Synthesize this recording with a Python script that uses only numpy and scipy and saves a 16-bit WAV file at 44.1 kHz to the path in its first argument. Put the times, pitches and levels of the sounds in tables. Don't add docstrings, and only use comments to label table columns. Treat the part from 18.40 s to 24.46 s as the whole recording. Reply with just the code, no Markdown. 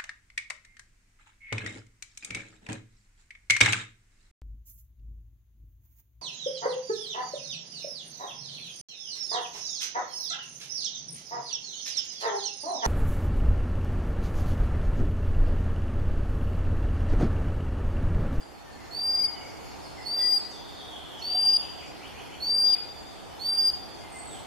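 import sys
import numpy as np
from scipy import signal
from scipy.fft import rfft, irfft
from scipy.io import wavfile
from scipy.ndimage import uniform_filter1d

SR = 44100
rng = np.random.default_rng(int(sys.argv[2]) if len(sys.argv) > 2 else 0)


def int16_out(signal):
    q = np.round(np.clip(np.atleast_2d(signal).T, -1, 1) * 32767)
    wavfile.write(sys.argv[1], SR, q.astype(np.int16))


N = 267246

# start in seconds, end in seconds, first pitch in Hz, held pitch in Hz,
# glide time constant in seconds, upward creep in Hz per second.
WHISTLES = [(.51, .871, 4230, 4738, .05, 165), (1.645, 1.986, 4230, 4756, .046, 100),
            (2.812, 3.175, 4215, 4668, .043, 325), (4.0, 4.353, 4215, 4755, .057, 20),
            (4.992, 5.307, 4135, 4740, .045, 110)]
# full level in dB, swell time constant in seconds,
# held left-right difference in dB, second harmonic in dB, settled third harmonic in dB.
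BLOWING = [(-23.5, 0.089, 2, -25, -31), (-22.5, 0.074, 2.2, -25, -30.5), (-20, 0.1, 3, -26.5, -33.5),
           (-19.7, 0.086, 3.8, -25.5, -34), (-22, 0.066, 0.5, -23, -30.5)]
# centre in seconds, half width in seconds, depth in dB.
LEVEL_DIPS = [(.83, 0.017, 2), (2.941, 0.0051, 13), (5.164, 0.013, 8)]
# start in seconds, note count, spacing in seconds, note length in seconds,
# first pitch in Hz, last pitch in Hz, pitch step in Hz per note, level in dB, level step in dB per note,
# bend (under 1 lingers on the first pitch, over 1 on the last).
FINCH_RUNS = [(1.051, 6, 0.18, 0.078, 5760, 4090, -60.5, -58, 2.7, 1.3),
              (2.111, 2, .12, .075, 3950, 3400, 0, -48, -1.2, 2.3),
              (2.345, 4, .11, 0.09, 4000, 3317, -50.5, -47, -1, 2.1),
              (2.76, 4, 0.087, .075, 3950, 2604, -50.5, -49.5, -0.28, 1.7),
              (3.169, 2, 0.19, 0.074, 4250, 2520, -520, -45, -1, 1.3),
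              (3.58, 3, .143, .1, 1650, 3690, -0.5, -47, -1.2, 1.09),
              (4.225, 1, 0.11, 0.085, 3400, 3760, -2.5, -46.5, -0.26, 1),
              (4.29, 1, .1, 0.083, 4010, 1900, 0, -48, 0, 1.3)]
# start in seconds, length in seconds, first pitch in Hz, last pitch in Hz, level in dB.
FAR_NOTES = [(0, 0.046, 4750, 4740, -53.5), (.1, 0.055, 4680, 4490, -68), (.24, 0.15, 1844, 1760, -57.5),
             (.36, 0.079, 2275, 1933, -56), (.92, .14, 3130, 2810, -56), (1.57, 0.043, 2173, 1952, -47),
             (1.77, 0.12, 2039, 1935, -48.5), (1.77, 0.056, 3660, 3300, -50.5),
             (2.46, 0.129, 3390, 3300, -52.5), (5.56, 0.14, 2210, 2040, -58),
             (5.73, 0.067, 2090, 2047, -50), (5.88, 0.12, 4030, 2920, -53)]
# start in seconds, level in dB.
CHIP_TIMES = [(.43, -62.5), (2.101, -54.5), (2.786, -54), (3.095, -59), (3.45, -58.5), (4.031, -55.5)]
# start in seconds, length in seconds, first pitch in Hz, last pitch in Hz,
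# level in dB.
THIN_FALLS = [(1.72, 0.54, 9560, 7890, -59.5), (5.66, .37, 9220, 7990, -57)]
# start in seconds, end in seconds, lowest pitch in Hz,
# highest pitch in Hz, level in dB.
TWITTER_SPANS = [(0.678, 1.051, 1755, 2392, -60.5), (1.303, 2.3, 4090, 5610, -59),
                 (2.332, 2.802, 2880, 3916, -56), (2.794, 3.251, 2391, 3604, -56.5),
                 (4.402, 5.504, 2833, 4115, -58), (5.501, 6, 1807, 4575, -65)]
# start in seconds, pitch in Hz, level in dB before the onset and decay envelope.
WATER_PLOPS = [(2.945, 743, -30), (2.945, 276, -41.5), (3.035, 855, -40), (3.048, 705, -35),
               (3.235, 786, -36)]
# frequency in Hz, relative density in dB per Hz.
ROAR_SPECTRUM = [(15, -51), (25, -17), (64, -1.5), (125, -3), (190, -5), (289, -2.5), (363, -3.5),
                 (613, -8), (724, -3), (912, -6), (1060, -10.5), (1640, -15), (2100, -17.5), (2540, -18.5),
                 (3700, -21.5), (4810, -38.5), (8140, -120)]
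# frequency in Hz, relative density in dB per Hz.
HISS_SPECTRUM = [(2500, -13.5), (3700, -4.5), (4300, 3.5), (5500, -4), (7500, -6), (9000, -10),
                 (12500, -12), (14000, -21.5), (14800, -32)]
# time in seconds, gain in dB.
HAZE_SWELL = [(0, -4.5), (.3, -3), (.7, -0.5), (1.301, 0.5), (2.2, -1), (3.2, -0.2), (4.6, -1), (5.2, -.5),
              (6.06, -0.25)]
# frequency in Hz, left-right correlation (no unit).
EAR_LIKENESS = [(30, 0.81), (80, -0.68), (170, -0.7), (350, -0.47), (700, 0.095), (1400, 0.1), (3000, 0.31),
                (12000, 0.058)]
# frequency in Hz, left-right difference in dB.
EAR_TILT = [(60, -3.5), (110, 2.5), (200, -2.5), (380, 2), (700, -4), (1280, 0), (2370, 1), (4370, 0.5),
            (8060, 0), (14900, 0)]
# frequency in Hz, width in Hz.
RESPONSE_DIPS = [(3950, 230), (7900, 170)]

ONSET_DB, ONSET_S, SWELL_DB = 7, 0.011, 22.5
PUSH_DB, PUSH_S = 3, 0.011
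ONSET_PAN_DB, PAN_S = -13.5, 0.04
THIRD_EARLY_DB = 7.5
CHIP_S, CHIP_FROM_HZ, CHIP_TO_HZ = 0.04, 8300, 5450
BANK_DB = -13.5
ROAR_DB, HISS_DB = -42.5, -53
EDGE_HZ = 14900


def amp(db):
    return 10 ** (np.asarray(db) / 20)


def unit(x):
    return x / np.sqrt(np.mean(x ** 2) + 1e-20)


def read(points, hz):
    f, value = np.transpose(points)
    return np.interp(np.log(hz + 1), np.log(f + 1), value)


def add(mix, start_s, sound):
    part = mix[..., max(round(start_s * SR), 0):][..., :sound.shape[-1]]
    part += sound[..., :part.shape[-1]]


def drift(t, hz):
    f = np.fft.rfftfreq(4096, 1 / 4096)
    spectrum = rfft(rng.standard_normal(4096)) / (1 + (f / hz) ** 4)
    slow = unit(irfft(spectrum))
    return np.interp(t, np.linspace(0, 1, len(slow)), slow)


def scatter(x, delay_s, t60_s, count):
    t, taps = np.arange(SR) / SR, np.zeros((2, SR))
    at = ((np.arange(count) + rng.random((2, count))) / count * (SR - 1)).astype(int)
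    np.put_along_axis(taps, at, rng.choice([-1., 1.], at.shape), 1)
    taps *= (t > delay_s) * amp(-60 * t / t60_s)
    taps /= np.linalg.norm(taps, axis=1, keepdims=True)
    return signal.fftconvolve(np.atleast_2d(x), taps, axes=1)[:, :N]


def sandpiper(beam_db=-5, near_db=-12, wood_db=-17):
    direct_mix, voice = np.zeros((2, N)), np.zeros(N)
    for row, blowing in zip(WHISTLES, BLOWING):
        direct, all_round = whistle(row, blowing)
        add(direct_mix, row[0], direct)
        add(voice, row[0], all_round)
    dull = signal.sosfilt(signal.butter(2, 6500, fs=SR, output="sos"), voice)
    overtones = signal.sosfilt(signal.butter(4, 7500, "highpass", fs=SR, output="sos"), voice)
    beamed = scatter(overtones, delay_s=0.002, t60_s=0.34, count=1500)
    near = scatter(voice, delay_s=0.008, t60_s=0.3, count=1500)
    bank = scatter(dull, delay_s=0.021, t60_s=0.49, count=1500)
    wood = scatter(dull, delay_s=0.056, t60_s=1.17, count=2000)
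    echoes = amp(beam_db) * beamed + amp(near_db) * near + amp(BANK_DB) * bank + amp(wood_db) * wood
    return direct_mix + echoes


def whistle(row, blowing, flick_hz=60, flick_s=0.012, drop_hz=420, release_s=0.0083, jitter=0.00059,
            shimmer_db=1.5, click_db=-33, sway_db=2):
    start_s, end_s, first_hz, held_hz, glide_s, creep_hz_per_s = row
    full_db, swell_s, held_pan_db, second_db, full_third_db = blowing
    t = np.arange(0, end_s - start_s, 1 / SR)
    left_s = t[-1] - t
    shut = np.clip(1 - left_s / release_s, 0, 1)
    db = loudness(t, start_s, full_db, swell_s)
    pan_db = held_pan_db + ONSET_PAN_DB * np.exp(-t / PAN_S) + sway_db * drift(t, 18)
    third_db = full_third_db + THIRD_EARLY_DB * np.exp(-t / swell_s)

    hz = held_hz + (first_hz - held_hz) * np.exp(-t / glide_s) + creep_hz_per_s * t
    hz = hz + flick_hz * np.exp(-left_s / flick_s) - drop_hz * shut ** 2
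    phase = 2 * np.pi * np.cumsum(hz * (1 + jitter * drift(t, 150))) / SR

    flutter_db = 2.8 * np.exp(-(t / 0.13) ** 2) * drift(t, 80)
    gain = np.sqrt(2) * amp(db + flutter_db + shimmer_db * drift(t, 56))
    gain = gain * np.minimum(t / 0.0025, 1) * (1 - shut ** 2)

    ears = []
    for side in (1, -1):
        first = amp(side * pan_db / 2) * np.sin(phase + side * 0.27)
        second = amp(second_db - side * 1.7 + 4.1 * drift(t, 29)) * np.sin(2 * phase + side * 0.67)
        third = amp(third_db + side * 1.5 + 3.5 * drift(t, 30)) * np.sin(3 * phase + side * 0.7)
        ears.append(first + second + third)
    puff = amp(click_db) * np.sqrt(shut) * rng.standard_normal(len(t))
    direct = gain * (np.array(ears) + puff)
    aim = 0.55
    all_round = direct.mean(0) * amp(aim * (np.median(db) - db))
    return direct * (1 - shut ** 2), all_round


def loudness(t, start_s, full_db, swell_s):
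    db = full_db - ONSET_DB * np.exp(-t / ONSET_S) - SWELL_DB * np.exp(-t / swell_s)
    db = db + PUSH_DB * np.exp((t - t[-1]) / PUSH_S)
    for centre_s, width_s, depth_db in LEVEL_DIPS:
        db = db - depth_db * np.exp(-((start_s + t - centre_s) / width_s) ** 2)
    return db


def far_sounds():
    song = finch()
    chips = [(start_s, CHIP_S, CHIP_FROM_HZ, CHIP_TO_HZ, db) for start_s, db in CHIP_TIMES]
    notes = slurs(FAR_NOTES, bend=1.4, waver=0.008) + slurs(chips, bend=3, waver=0.026)
    thin = slurs(THIN_FALLS, bend=5.9, waver=0.0015)
    trees = scatter(song + notes, delay_s=0.001, t60_s=0.23, count=4000)
    wood = scatter(song + notes, delay_s=0.03, t60_s=1.0, count=3000)
    deep = scatter(twitter(), delay_s=0.001, t60_s=0.99, count=3000)
    echoes = amp(-3.5) * trees + amp(-3.5) * wood + amp(0.5) * deep
    echoes = echoes + 0.33 * echoes[::-1]
    thin_echoes = scatter(thin, delay_s=0.0016, t60_s=0.53, count=1000)
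    return echoes + amp(-4.5) * notes + amp(-2.5) * thin + amp(10.5) * thin_echoes


def finch():
    song = np.zeros(N)
    for start_s, count, spacing_s, length_s, first_hz, last_hz, step_hz, db, step_db, bend in FINCH_RUNS:
        run = []
        for k in range(round(count)):
            shift_hz = k * step_hz
            run.append((start_s + k * spacing_s, length_s, first_hz + shift_hz, last_hz + shift_hz,
                        db + k * step_db))
        song += slurs(run, bend=bend, waver=0.0294)
    return song


def twitter(count=14):
    notes = []
    for start_s, end_s, low_hz, high_hz, db in TWITTER_SPANS:
        span_hz = high_hz - low_hz
        for k, (when, length, first, last) in enumerate(rng.random((count, 4))):
            note_s = start_s + (end_s - start_s) * (k + when) / count
            length_s = 0.07 + 0.046 * length
            notes.append((note_s, length_s, low_hz + first * span_hz, low_hz + last * span_hz, db))
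    return slurs(notes, bend=0.83, waver=0.02)


def slurs(notes, bend, waver):
    out = np.zeros(N)
    for start_s, length_s, first_hz, last_hz, db in notes:
        t = np.arange(0, length_s, 1 / SR)
        hz = last_hz + (first_hz - last_hz) * (1 - t / length_s) ** bend
        hz = hz * (1 + waver * drift(t, 163))
        tone = np.sin(2 * np.pi * np.cumsum(hz) / SR)
        add(out, start_s, amp(db) * unit(signal.windows.tukey(len(t), 0.6) * tone))
    return out


def plops(rise_s=0.004, ring_s=0.015):
    out, t = np.zeros(N), np.arange(SR // 5) / SR
    for start_s, hz, db in WATER_PLOPS:
        envelope = (1 - np.exp(-t / rise_s)) * np.exp(-t / ring_s)
        add(out, start_s, amp(db) * envelope * np.sin(2 * np.pi * hz * t))
    return out + amp(0.5) * scatter(out, delay_s=0.0017, t60_s=0.11, count=1000)


def haze():
    swell = amp(np.interp(np.arange(N) / SR, *np.transpose(HAZE_SWELL)))
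    roar = amp(ROAR_DB) * air(ROAR_SPECTRUM, patchy_db=0.86)
    hiss = amp(HISS_DB) * air(HISS_SPECTRUM, patchy_db=3.0)
    return swell * (roar + hiss)


def air(spectrum, patchy_db):
    frames, hz = N // 512 + 5, np.fft.rfftfreq(2048, 1 / SR)
    a, b, c, d, patches = rng.standard_normal((frames, len(hz), 5)).T
    patches = uniform_filter1d(patches, size=16, axis=0)
    patches = unit(uniform_filter1d(patches, size=8, axis=1))
    same = np.clip(read(EAR_LIKENESS, hz), -1, 1)[:, None]
    tilt = amp(read(EAR_TILT, hz) / 2)[:, None]
    left = a + 1j * b
    right = same * left + np.sqrt(1 - same ** 2) * (c + 1j * d)
    z = np.array([left * tilt, right / tilt])
    z *= amp(read(spectrum, hz)[:, None] + patchy_db * patches)
    return unit(signal.istft(z, nperseg=2048, noverlap=1536)[1][:, :N])


def scene():
    return sandpiper() + far_sounds() + plops() + haze()


def record(dry):
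    for hz, width_hz in RESPONSE_DIPS:
        dry = signal.lfilter(*signal.iirnotch(hz, hz / width_hz, fs=SR), dry)
    low_pass = signal.firwin(511, EDGE_HZ, window=("kaiser", 9), fs=SR)
    return signal.oaconvolve(dry, low_pass[None], "same")


dry = scene()
out = record(dry)
int16_out(out)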